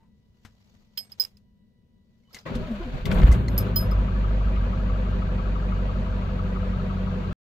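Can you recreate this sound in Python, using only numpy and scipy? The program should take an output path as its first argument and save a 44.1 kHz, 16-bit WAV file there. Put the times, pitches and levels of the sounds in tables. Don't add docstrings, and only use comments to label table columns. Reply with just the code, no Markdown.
import sys
import numpy as np
from scipy import signal
from scipy.fft import rfft, irfft
from scipy.io import wavfile
from scipy.ndimage import uniform_filter1d

SR = 44100
rng = np.random.default_rng(int(sys.argv[2]) if len(sys.argv) > 2 else 0)


def gain_from_db(level_db):
    decades = np.asarray(level_db, float) / 20
    return 10 ** decades


def generate_wav(signal):
    frames = np.transpose(np.atleast_2d(signal))
    scaled = np.clip(frames, -1, 1) * 32767
    pcm = np.round(scaled).astype(np.int16)
    wavfile.write(sys.argv[1], SR, pcm)


N = 328545
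CYLINDERS = 8
# (frequency [Hz], correlation [-1..1])
HUSH_SAME = [(60, 0.95), (130, 1), (290, 0.42), (640, 0.62), (1410, -0.28), (3100, -0.38), (6820, 0.35),
             (15000, -0.97)]


def read(points, hz):
    f, value = np.transpose(points)
    return np.interp(np.log(hz + 1), np.log(f + 1), value)


def evened(x, t0=4.5, t1=7.0):
    return x / np.sqrt(np.mean(x[..., int(t0 * SR):int(t1 * SR)] ** 2))


def add(mix, s, sound, lean_db):
    part = mix[:, round(s * SR):][:, :sound.shape[-1]]
    sides = gain_from_db(lean_db / 2 * np.array([[1], [-1]]))
    part += (sound * sides)[..., :part.shape[1]]


def noise(spectrum, same, patchy_db, size, peaks=()):
    # (frequency [Hz], left minus right [dB])
    tilt = [(60, -1), (150, 5), (380, 1), (950, 3), (2380, 2.5), (5980, 0.5), (15000, -2.5)]
    frames, hz = 4 * N // size + 5, np.fft.rfftfreq(size, 1 / SR)
    a, b, c, d, patches = rng.standard_normal((frames, len(hz), 5)).T
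    patches = uniform_filter1d(uniform_filter1d(patches, size=6, axis=0), size=8, axis=1)
    like = np.clip(read(same, hz), -1, 1)[:, None]
    left = a + 1j * b
    right = like * left + np.sqrt(1 - like ** 2) * (c + 1j * d)
    lean_db = read(tilt, hz)[:, None] / 2 * np.array([1, -1])[:, None, None]
    colour_db = read(spectrum, hz)
    for f, width, db in peaks:
        colour_db = colour_db + db / (1 + (2 * (hz - f) / width) ** 2)
    z = np.array([left, right]) * gain_from_db(colour_db[:, None] + lean_db + patchy_db * patches / patches.std())
    return evened(signal.istft(z, nperseg=size, noverlap=3 * size // 4)[1][:, :N])


def crank():
    # (time [s], firing rate [Hz])
    run_up = [
        (2.46, 3.3),
        (2.55, 16.2),
        (3.028, 16.4),
        (3.102, 39),
        (3.201, 41),
        (3.303, 58),
        (3.452, 57),
        (3.599, 52),
    ]
    # (time [s], firing rate [Hz])
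    idling = [(3.72, 49.86), (4.3, 49.43), (4.9, 48.75), (5.5, 48.08), (6.1, 47.77), (6.7, 47.34),
              (7.35, 46.57)]
    cycle_start_s = 3.828
    rate = np.interp(np.arange(N) / SR, *np.transpose(run_up + idling))
    firings = np.cumsum(rate) / SR
    return rate, firings - firings[round(cycle_start_s * SR)]


def orders(rate, firings, uneven, step=32):
    # (multiple of the four-stroke cycle [count], level [dB])
    shaft = [(3, -47), (4, -54), (6, -50), (7, -50), (8, -26), (9, -49), (10, -44), (11, -44), (12, -48),
             (14, -40), (15, -47), (16, -34), (21, -51), (23, -49), (24, -46), (26, -46), (27, -47),
             (28, -47), (30, -51), (31, -50), (32, -43), (34, -50), (37, -53), (38, -47), (39, -47)]
    cab_hz, cab_width_hz, cab_db = 187.7, 3.97, 11
    turns = firings[::step] / CYLINDERS
    out = np.zeros((2, N // step + 1))
    for k, db in shaft:
        wobble = uniform_filter1d(rng.standard_normal((2, len(turns))), size=260, axis=1)
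        wobble = (wobble[0] + 1j * wobble[1]) / wobble.std()
        off = (k * rate[::step] / CYLINDERS - cab_hz) / cab_width_hz
        share = uneven[::step] * (.16 if k % CYLINDERS == 0 else .9)
        waver = (1 + share * wobble) / np.sqrt(1 + 2 * share ** 2)
        tone = waver * np.exp(2j * np.pi * (k * turns + rng.random()))
        out[int(k > 11)] += gain_from_db(db + cab_db / (1 + off ** 2)) * tone.real
    boom, body = signal.resample_poly(out, step, 1, axis=1)[:, :N]
    return evened(boom), evened(body)


def knocks(firings, scatter_db=1.3, jitter_s=.0003, detune=.005, spread=.09):
    # (crank position [firings], panel frequency [Hz], level [dB],
    # left minus right [dB])
    blows = [(0.0, 1270, -48.5, 13), (.15, 1380, -52, 8), (0.1875, 624, -49, 4), (0.8125, 1141, -51, 7),
             (0.875, 1485, -53, 2), (1.75, 500, -43.5, -1), (2.0, 1507, -55, 3), (2.125, 990, -50, 7),
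             (2.8125, 490, -44, 0), (3.125, 1916, -57, -2), (3.1, 2433, -55, 3), (3.1875, 947, -53, 1),
             (3.75, 1550, -56, 3), (4.4375, 2971, -58, 8), (4.85, 1250, -45, 12), (5.3, 970, -48, 8),
             (4.625, 2196, -57, 0), (5.0625, 2734, -61, -2), (5.125, 1141, -45.5, 7), (5.6875, 473, -49, 0),
             (5.9375, 624, -48, 4), (6.375, 1981, -64, 6), (6.8125, 1162, -49, 6), (6.8125, 1593, -52, 10),
             (1.2, 400, -48, 1),
        (3.3, 610, -47, 2),
             (.8, 1700, -55, 4), (1.5, 900, -52, 4), (1.75, 2700, -59, 2), (1.8, 1760, -55, 3),
               (2.85, 2420, -58, 3), (2.95, 1690, -55, 3), (3.8, 1950, -57, 0), (4.65, 1290, -48, 10),
               (6.05, 1330, -53, 8), (7.4, 2850, -60, 3)]
    out, t = np.zeros((2, N)), np.arange(1800) / SR
    cycles = np.arange(-4, 22) * CYLINDERS
    for place, hz, db, lean_db in blows:
        chance = rng.standard_normal((len(cycles), 3))
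        peak_s = .0036 + 1.5 / hz
        times = np.interp(cycles + place, firings, np.arange(N) / SR)
        times = times - 1.312 * peak_s + jitter_s * chance[:, 0]
        shape = t / peak_s * np.exp(1 - t / peak_s)
        sides = rng.uniform(-1.52, 1.0, (2, 1))
        for s, size, tune in zip(times, chance[:, 1], chance[:, 2]):
            ring = np.sin(2 * np.pi * hz * (1 + detune * tune) * t + sides)
            for way in (-1, 1.4):
                ring += .3 * np.sin(2 * np.pi * hz * (1 + way * spread) * t + way * size - sides)
            add(out, s, gain_from_db(db + scatter_db * size) * shape * ring, lean_db)
    return evened(out)


def repeating(hiss, firings, size=7400):
    out = np.zeros_like(hiss)
    for shift in (0, .5):
        place = (firings / CYLINDERS + shift) % 1
        out += np.sin(np.pi * place) * hiss[:, (size * (place + 4 * shift + 1)).astype(int)]
    return out


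def engine():
    # (time [s], effort [dB])
    effort = [(2.452, -24), (2.464, 1.5), (2.512, 1.5), (2.654, -4.5), (2.786, -3), (2.944, -5.5),
              (2.986, 0), (3.045, -9.5), (3.068, 4), (3.244, 8), (3.316, 5.5), (3.392, 1.5), (3.456, -3),
              (3.658, 4.5), (3.734, -2), (3.85, 0.3), (4.1, -1.17), (7.3, -1.5)]
    # (firing rate [Hz], boom [dB])
    boom_by_speed = [(4, -46), (18, -12.5), (40, -2), (46.6, -8.5), (47.8, -3.5), (49.4, 0.5), (52, -6.5),
                     (58, 0.5)]
    # (time [s], half-length [s], boom [dB], body [dB])
    lurches = [(2.52, 0.012, -5, 11), (2.6, 0.06, 5.5, 7.5), (2.792, 0.055, 3, -10), (2.897, 0.023, -4, 0),
               (2.953, 0.022, 8.5, 11), (3.04, 0.031, 6, 2), (3.064, 0.018, -8, 6), (3.18, 0.043, 5, 0.5),
               (3.241, 0.016, 13.5, 0.5), (3.318, 0.043, 8.5, -3), (3.664, 0.031, -10.5, 1.5),
               (3.85, 0.018, -11, 2), (3.99, 0.023, 3.5, 2), (4.091, 0.023, -6.5, 1)]
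    # (frequency [Hz], density [dB per Hz])
    rumble_colour = [(8.8, -24), (15, -21.5), (38, 3.5), (65, -6), (109, -5.5), (136, -3), (195, -7),
                     (270, -13), (312, -21), (386, -12), (420, -15), (550, -60.5), (920, -120)]
    roar_colour = [(150, -21.5), (250, -8.5), (307, -11), (446, -14), (501, -3.5), (654, -7), (741, -10),
                   (1260, -9.5), (2100, -29.5), (2730, -61.5), (4620, -120)]
    clatter_colour = [(880, -33.5), (1500, -2.5), (1840, -10.0), (2380, -6.5), (3110, -10.5), (4520, -15.5),
                      (5140, -25.5), (6710, -25.5), (8920, -39.5), (11200, -36.0), (15800, -37.5),
                      (16300, -78.5)]
    # (frequency [Hz], width [Hz], level [dB])
    trim = [(399, 12, 11), (501, 14, 12), (630, 20, 7), (970, 20, 8), (1137, 12, 13), (1655, 16, 6),
            (1590, 200, 3)]
    # (frequency [Hz], correlation [-1..1])
    likeness = [(60, 0.86), (130, 0.93), (290, 0.61), (640, 0.9), (1410, 0.096), (3100, 0.097),
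                (6800, 0.051), (15000, 0.078)]
    # (frequency [Hz], phase lead [rad])
    port_lead = [(0, 0), (600, -.3), (1210, 2.8), (1980, 5.4), (4050, 12.5), (20000, 12.5)]

    t = np.arange(N) / SR
    effort_db = np.interp(t, *np.transpose(effort))
    rate, firings = crank()
    firing = np.clip((rate - 20) / 22, 0, 1)
    rock_db, heave_db = sum(np.outer(dbs, np.exp(-((t - s) / half) ** 2)) for s, half, *dbs in lurches)

    boom_db = -22 + 0.66 * effort_db + read(boom_by_speed, rate) + rock_db
    body_db = -30 + 0.53 * effort_db - 9 * (1 - firing) + heave_db
    knock_db = -38.5 + effort_db - 0.87 * (1 - firing)
    clatter_db = -53.5 + firing * effort_db + (1 - firing) * (1.5 + 0.51 * effort_db)

    uneven = 0.54 * (1 + 4 * np.clip((4.05 - t) / .45, 0, 1))
    boom, body = orders(rate, firings, uneven)
    settled = np.clip((t - 3.3) / 0.6, .25, 1) * firing
    shaken = np.clip((3.9 - t) / .5, 0, 1) * firing
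    rumble = noise(rumble_colour, likeness, 1.2, size=4096)
    low = signal.sosfiltfilt(signal.butter(N=3, Wn=70, fs=SR, output="sos"), rumble)

    puffs = 1 + 0.047 * firing * np.cos(2 * np.pi * (firings - .1))
    puffs = puffs + 0.029 * np.cos(2 * np.pi * (firings / CYLINDERS - .2))
    luck = rng.standard_normal(400)[firings.astype(int) % 400]
    puffs = puffs * gain_from_db(.3 * firing * np.maximum(effort_db, 0) * uniform_filter1d(luck, size=150))
    grind = uniform_filter1d(rng.standard_normal(N), size=800)
    puffs = puffs * gain_from_db(1.3 * (1 - firing) * (grind / grind.std() - .4))

    out = gain_from_db(boom_db) * (firing * boom + (0.17 + 0.94 * (1 - firing)) * evened(low))
    out += gain_from_db(body_db) * (1.084 * firing * body + (0.5 + 0.47 * (1 - firing)) * evened(rumble - low))
    roar = noise(roar_colour, likeness, 0.7, size=4096, peaks=trim)
    locked = .22 * settled ** 2
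    roar = np.sqrt(1 - locked) * roar + np.sqrt(locked) * repeating(roar, firings)
    out += gain_from_db(knock_db + .3) * (.7 * settled * knocks(firings) + .76 * puffs * roar)
    clatter = noise(clatter_colour, likeness, 1.2, size=512)
    treble = signal.butter(N=4, Wn=5200, btype="high", fs=SR, output="sos")
    fizz = signal.sosfilt(treble, clatter)
    out += gain_from_db(clatter_db + 5.5) * puffs * (clatter + 0.89 * shaken * fizz)
    out += gain_from_db(body_db) * .5 * shaken * evened(rumble - low)

    lead = np.interp(np.fft.rfftfreq(N, 1 / SR), *np.transpose(port_lead))
    out[0] = irfft(rfft(out[0]) * np.exp(1j * lead), N)
    return out * np.clip((t - effort[0][0]) / 0.0019, 0, 1)


def starter(chatter=.2, waver=.015):
    # (start [s], length [s], first pitch [Hz], last pitch [Hz], level [dB])
    groans = [(2.675, .13, 255, 205, -26), (2.79, .065, 362, 340, -35), (2.84, .08, 284, 229, -32.5),
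              (2.55, .06, 495, 512, -41), (2.595, .075, 555, 635, -41), (2.66, .065, 645, 590, -41),
              (2.72, .07, 615, 590, -40), (2.805, .07, 680, 700, -43), (2.76, .07, 200, 215, -38),
              (2.85, .08, 511, 500, -43), (2.96, .07, 585, 595, -48), (2.93, .05, 760, 750, -43.5)]
    glide_share, peak_share, ends_db = 0.329, 0.32, -17.5
    out = np.zeros((2, N))
    for s, length, first_hz, last_hz, db in groans:
        u = np.arange(0, length, 1 / SR) / length
        teeth = uniform_filter1d(rng.standard_normal((2, len(u))), size=350, axis=1)
        teeth = teeth / teeth.std()
        pitch_hz = last_hz + (first_hz - last_hz) * np.exp(-(u / glide_share) ** 2)
        turn = 2 * np.pi * np.cumsum(pitch_hz * (1 + waver * teeth[0])) / SR
        tone = np.sin(turn) + 0.032 * np.sin(2 * turn) + 0.067 * np.sin(3 * turn)
        level_db = db + np.interp(u, [0, peak_share, 1], [ends_db, 0, ends_db])
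        envelope = gain_from_db(level_db) * (1 + chatter * teeth[1]) * signal.windows.tukey(len(u), .2)
        add(out, s, np.sqrt(2) * envelope * tone, 1.5)
    return out


def keys(fob_db=-13, rub=0.24, damp_db=-14):
    # (frequency [Hz], level [dB], decay factor [x t60], group [0 main, 1 middle, 2
    key_modes = [(5048, 0, 1.12, 0), (5200, -13, .5, 0), (4300, -11, .5, 3), (3150, -6, .6, 3),
                 (3984, -14, .6, 3), (7100, -18, .9, 3), (8064, -19, 1.3, 3), (8940, -17, .6, 1),
                 (11470, -3, 1.25, 1), (11570, -8, 1.0, 1), (11690, -6, .5, 1), (12230, -19, 1.2, 1),
                 (15080, -9, .4, 2), (15295, 0, .55, 2), (15195, -11, .6, 2),
                 (10390, -22, .7, 1), (12660, -15, .4, 1), (13240, -24, .5, 2), (14750, -20, .4, 2)]
    # (time [s], peak level [dB], t60 [s], top group [dB], middle group [dB])
    jingles = [(0.9747, -28, 0.14, -7, -6.5), (1.118, -37, 0.051, -21, -12), (1.198, -19, 0.2, -9, -21.5),
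               (1.2371, -12, 0.016, -21, -13), (1.249, -24.5, 0.019, -18, -12.5),
               (1.3696, -53.5, 0.022, -11.5, -19), (2.33, -51.5, 0.1, -14, -7),
               (2.388, -39, 0.016, -32, -22), (3.486, -64.5, 0.41, -0.5, 7), (3.5787, -27.5, 0.13, 6, 12),
               (3.603, -41, 0.084, -6.5, 4.5), (3.7599, -22, 0.18, 5, -4), (3.809, -47, 0.12, 4, 10.5),
               (3.9122, -39, 0.064, -8, -10)]
    modes = key_modes
    out, t = np.zeros((2, N)), np.arange(11000) / SR
    gaps = np.diff([row[0] for row in jingles] + [N / SR])
    for (s, db, t60, top_db, middle_db), gap in zip(jingles, gaps):
        group_db = (0, middle_db, top_db, min(middle_db + 2.0, fob_db))
        ring = np.zeros((2, len(t)))
        for (hz, mode_db, slow, group), (left, right, size) in zip(modes, rng.random((len(modes), 3))):
            level_db = mode_db + group_db[group] + 8 * (size - .5) * (mode_db < -5)
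            level_db = level_db - 11 * (group == 2) * np.array([[.5], [-.5]])
            rattle = uniform_filter1d(rng.standard_normal((2, len(t))), size=200, axis=1)
            rubbing = 1 + rub * rattle / rattle.std()
            fall = t / (t60 * slow)
            decay = gain_from_db(level_db - 49.4 * fall + damp_db * (2 * fall) ** 2)
            phase = np.array([[left], [left + 0.27 * right + 0.082 * (hz > 10000)]])
            ring += rubbing * decay * np.sin(2 * np.pi * (hz * t + phase))
        choke = np.clip((gap - t) / .025, .06, 1) if gap < .045 else 1
        lean_db = -13 if s < 3.4 else -1.5
        add(out, s, gain_from_db(db) * ring * choke * (1 - np.exp(-t / 0.00092)), lean_db)
    return out


def snaps(rows, lean_db, order):
    out, t = np.zeros((2, N)), np.arange(12000) / SR
    for s, db, t60, hz, thud_db in rows:
        grit = rng.standard_normal((len(t), 3)).T
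        band = signal.butter(N=order, Wn=[hz / 2.06, hz * 1.22], btype="band", fs=SR, output="sos")
        crack = signal.sosfilt(band, 5.1 * grit[0] + 0.099 * grit[1:])
        crack *= (0.31 * gain_from_db(-60 * t / t60) + 0.15 * gain_from_db(-60 * t / 0.0018)) / crack.std()
        thud = np.sin(2 * np.pi * 95 * t) + .5 * np.sin(2 * np.pi * 215 * t)
        thud = gain_from_db(thud_db - 60 * t / 0.066) * thud * (1 - np.exp(-t / 0.00022))
        add(out, s, gain_from_db(db) * (crack + thud), lean_db)
    return out


def pings(rows, lean_db, rise_s=0.00094):
    out, t = np.zeros((2, N)), np.arange(9000) / SR
    for (s, hz, db, t60), (a, b, apart) in zip(rows, rng.random((len(rows), 3))):
        side = np.array([[0], [.25 * b]])
        pair = np.sin(2 * np.pi * (hz * t + a + side))
        twin_hz = hz * (1.015 + .02 * apart)
        pair = pair + .5 * min(1, 2500 / hz) * np.sin(2 * np.pi * (twin_hz * t + b - side))
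        envelope = gain_from_db(db - 60 * t / t60) * (1 - np.exp(-t / rise_s))
        add(out, s, envelope * pair, lean_db * (hz > 300))
    return out


def dash(x, wet_db=-16, t60=.06):
    t = np.arange(4000) / SR
    tail = rng.standard_normal((2, len(t))) * gain_from_db(-60 * t / t60) * (t > .001)
    return x + gain_from_db(wet_db) * signal.oaconvolve(x, tail / np.linalg.norm(tail[0]), axes=1)[:, :N]


def rustle():
    # (peak time [s], level [dB], approach [s per 10 dB], fade [s per 10 dB])
    moves = [
        (0, -95, .05, 0.056),
        (.44, -69, 0.055, 0.15),
        (.7, -68.5, 0.34, 0.34),
        (1.0, -62, 0.049, 0.16),
        (1.118, -55, 0.011, 0.014),
        (1.197, -56.5, 0.017, .01),
        (1.231, -50, 0.02, 0.034),
        (1.29, -69.5, .1, 0.083),
        (2.25, -75, 0.19, 0.22),
        (2.369, -48, .03, 0.04),
    ]
    # (frequency [Hz], density [dB per Hz])
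    cloth = [(150, -30), (400, -0.5), (900, -5), (2000, -8.5), (4500, -7), (7000, -13.5), (9500, -28.5),
             (12000, -16.5), (15700, -14.5), (16300, -49.5)]
    t = np.arange(N) / SR
    flicker = uniform_filter1d(rng.standard_normal(N), size=300)
    swells = [db - 10 * np.maximum((s - t) / rise, (t - s) / fade) for s, db, rise, fade in moves]
    level_db = np.max(swells, axis=0) + 2.5 * flicker / flicker.std()
    return gain_from_db(level_db) * noise(cloth, HUSH_SAME, 2.2, size=512)


def cab():
    # (frequency [Hz], level [dB])
    pump = [(979.8, -86), (1965, -87), (2945, -94), (3924, -92)]
    # (frequency [Hz], density [dB per Hz])
    hush = [(20, -15.5), (86, -10), (160, -18.5), (212, -7.5), (270, -29), (480, -28.5), (900, -49),
            (4060, -48.5), (7500, -60), (10300, -58.5), (12500, -56.5), (15800, -47), (16300, -86)]
    t = np.arange(N) / SR
    whine = 0
    for hz, db in pump:
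        sway_db = 2 * np.sin(2 * np.pi * (2.5 * t + rng.random()))
        sway_db = sway_db + 2.5 * np.sin(2 * np.pi * 7.3 * t + 3 * np.sin(5 * t))
        tone = np.sin(2 * np.pi * (hz * t + rng.random((2, 1))))
        whine = whine + np.sqrt(2) * gain_from_db(db - 1 + sway_db) * tone
    return gain_from_db(-60) * noise(hush, HUSH_SAME, 1.2, size=2048) + whine


def scene():
    # (time [s], peak level [dB], t60 [s], centre [Hz], thud [dB])
    taps = [(.004, -65, 0.22, 990, -20), (0.03, -66, 0.35, 900, -3), (0.4496, -38, 0.1, 1780, -1),
            (0.9748, -30, 0.076, 4230, -23), (0.9763, -43, 0.1, 13600, -30.5),
            (1.202, -35.5, 0.17, 13900, -43.5), (1.118, -51, 0.14, 3683, -28.5),
            (1.201, -48, 0.11, 3540, -25.5), (1.2183, -35, 0.13, 6670, -34),
            (1.224, -57.5, 0.17, 1180, -25.5), (1.249, -40.5, 0.063, 3070, -15),
            (1.371, -54.5, 0.065, 5120, -31.5), (1.371, -65.5, 0.055, 13000, -33),
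            (2.33, -52, 0.065, 6200, -17), (2.3452, -32, 0.069, 4850, -17), (2.3669, -39, 0.072, 2240, -27),
            (3.5778, -31, 0.13, 7250, -22), (3.758, -38, 0.052, 8430, -36.5),
            (3.5775, -33.5, 0.14, 14200, -47), (3.756, -40.5, 0.21, 14200, -34),
            (3.91, -51.5, 0.11, 13960, -42)]
    jolts = [(2.457, -53, 0.23, 1200, -20), (2.4653, -37, 0.18, 2000, -13), (2.552, -36, 0.083, 4060, -18),
             (2.553, -43.5, .08, 10000, -30), (2.945, -43.5, .05, 800, 14.5),
             (3.055, -26.5, 0.077, 3900, -19), (3.055, -34.5, 0.065, 12300, -31),
             (3.1136, -22.5, 0.064, 2860, 0.5), (3.116, -43.5, 0.081, 12400, -28),
             (3.124, -39.5, .06, 9000, -32), (3.142, -44, .12, 12100, -31),
             (3.155, -42.5, .06, 3000, -21.5), (3.185, -29, .06, 2400, -27), (3.259, -35, .06, 2500, -25),
             (3.326, -34, 0.078, 8500, -25), (3.217, -25, 0.066, 2004, -21), (3.232, -26, 0.096, 2310, -11),
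             (3.316, -34.5, 0.12, 7360, 7), (3.315, -41.5, 0.105, 13000, -27),
             (3.483, -34, 0.026, 6030, -10)]
    # (time [s], frequency [Hz], peak level
    # [dB], t60 [s])
    key_and_lock_rings = [(0.974, 4190, -30.5, 0.04), (0.977, 3157, -33.5, 0.068), (.99, 2220, -64.5, 0.37),
                          (0, 900, -66, 0.27), (.03, 1000, -67, 0.16), (.977, 8150, -51, 0.31),
                          (.976, 9000, -53, 0.072), (1.201, 8920, -39.5, .07), (3.759, 9370, -41, 0.14),
                          (3.76, 7030, -48.5, 0.2), (.98, 4330, -52.5, 0.2), (2.232, 2150, -74, .1),
                          (2.25, 3000, -72, .12), (2.272, 2970, -67, 0.19), (2.285, 1100, -60, .05),
                          (2.308, 1300, -59, .05), (2.3455, 2100, -43, 0.091), (2.346, 4290, -43, 0.033),
                          (2.3455, 6660, -40.5, 0.04), (2.365, 1990, -42, 0.063), (2.39, 4900, -65, 0.64),
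                          (3.483, 2020, -31.5, 0.026), (3.482, 4230, -28.5, 0.021), (3.484, 6600, -40, 0.03),
                          (3.762, 3150, -38, 0.101), (3.484, 8750, -58, 0.044)]
    clanks = [(2.457, 322, -33.5, 0.068), (2.467, 1050, -37.5, 0.089), (2.501, 140, -25, 0.051),
              (2.522, 210, -27.5, 0.072), (2.556, 235, -26.5, 0.2), (2.562, 62, -27, .15),
              (2.613, 130, -27, 0.062), (2.456, 1106, -48, 0.083), (2.46, 526, -40, 0.13),
              (2.462, 1930, -40.5, 0.14), (2.515, 556, -36, .08), (2.625, 966, -48.5, 0.28),
              (2.635, 1285, -45, 0.2), (2.809, 1426, -50, 0.31), (2.814, 1016, -44, 0.12),
              (3.055, 2050, -32, 0.043), (3.053, 3090, -38, 0.054), (3.056, 3560, -34, 0.028),
              (3.075, 970, -42, 0.056), (3.116, 1463, -26.5, 0.043), (3.114, 2180, -30, 0.042),
              (3.15, 1320, -48.5, .08), (3.062, 131, -21, 0.096), (3.168, 205, -20.5, .08),
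              (3.21, 155, -16.5, 0.1), (3.234, 134, -14, 0.13), (3.402, 193, -26, .08),
              (3.222, 2150, -32.5, .07), (3.245, 1860, -33.5, 0.058), (3.265, 1700, -53, 0.11),
              (3.31, 1120, -33, 0.08), (3.32, 2040, -33, 0.075), (3.4188, 1212, -35.5, 0.046)]
    mix = engine() + starter() + rustle() + cab()
    lock = snaps(taps, 8, order=1) + pings(key_and_lock_rings, -2.5)
    shake = snaps(jolts, 11.5, order=2) + pings(clanks, 5.6)
    return mix + dash(keys() + lock + shake)


def low_pass(x):
    return signal.sosfilt(signal.butter(12, 16700, fs=SR, output="sos"), x)


def record(dry):
    cut_s = 7.3298
    notch_hz, notch_width_hz, notch_leak = 9700, 1900, 0.54
    after = np.arange(N) / SR - cut_s
    top = signal.cheby2(N=12, rs=45, Wn=16150, fs=SR, output="sos")
    dry = signal.sosfilt(top, dry)
    notched = signal.lfilter(*signal.iirnotch(notch_hz, notch_hz / notch_width_hz, fs=SR), dry)
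    dry = notched * (1 - notch_leak) + notch_leak * dry
    dry = .7 * np.tanh(dry / .7)
    remnant = gain_from_db(-58 - 320 * np.maximum(after, 0)) * (after < .026) * (after > 0)
    mix = dry * np.clip(-after * SR / 2, 0, 1) + remnant * uniform_filter1d(dry, size=24, axis=1)
    return low_pass(mix)


dry = scene()
out = record(dry)
generate_wav(out)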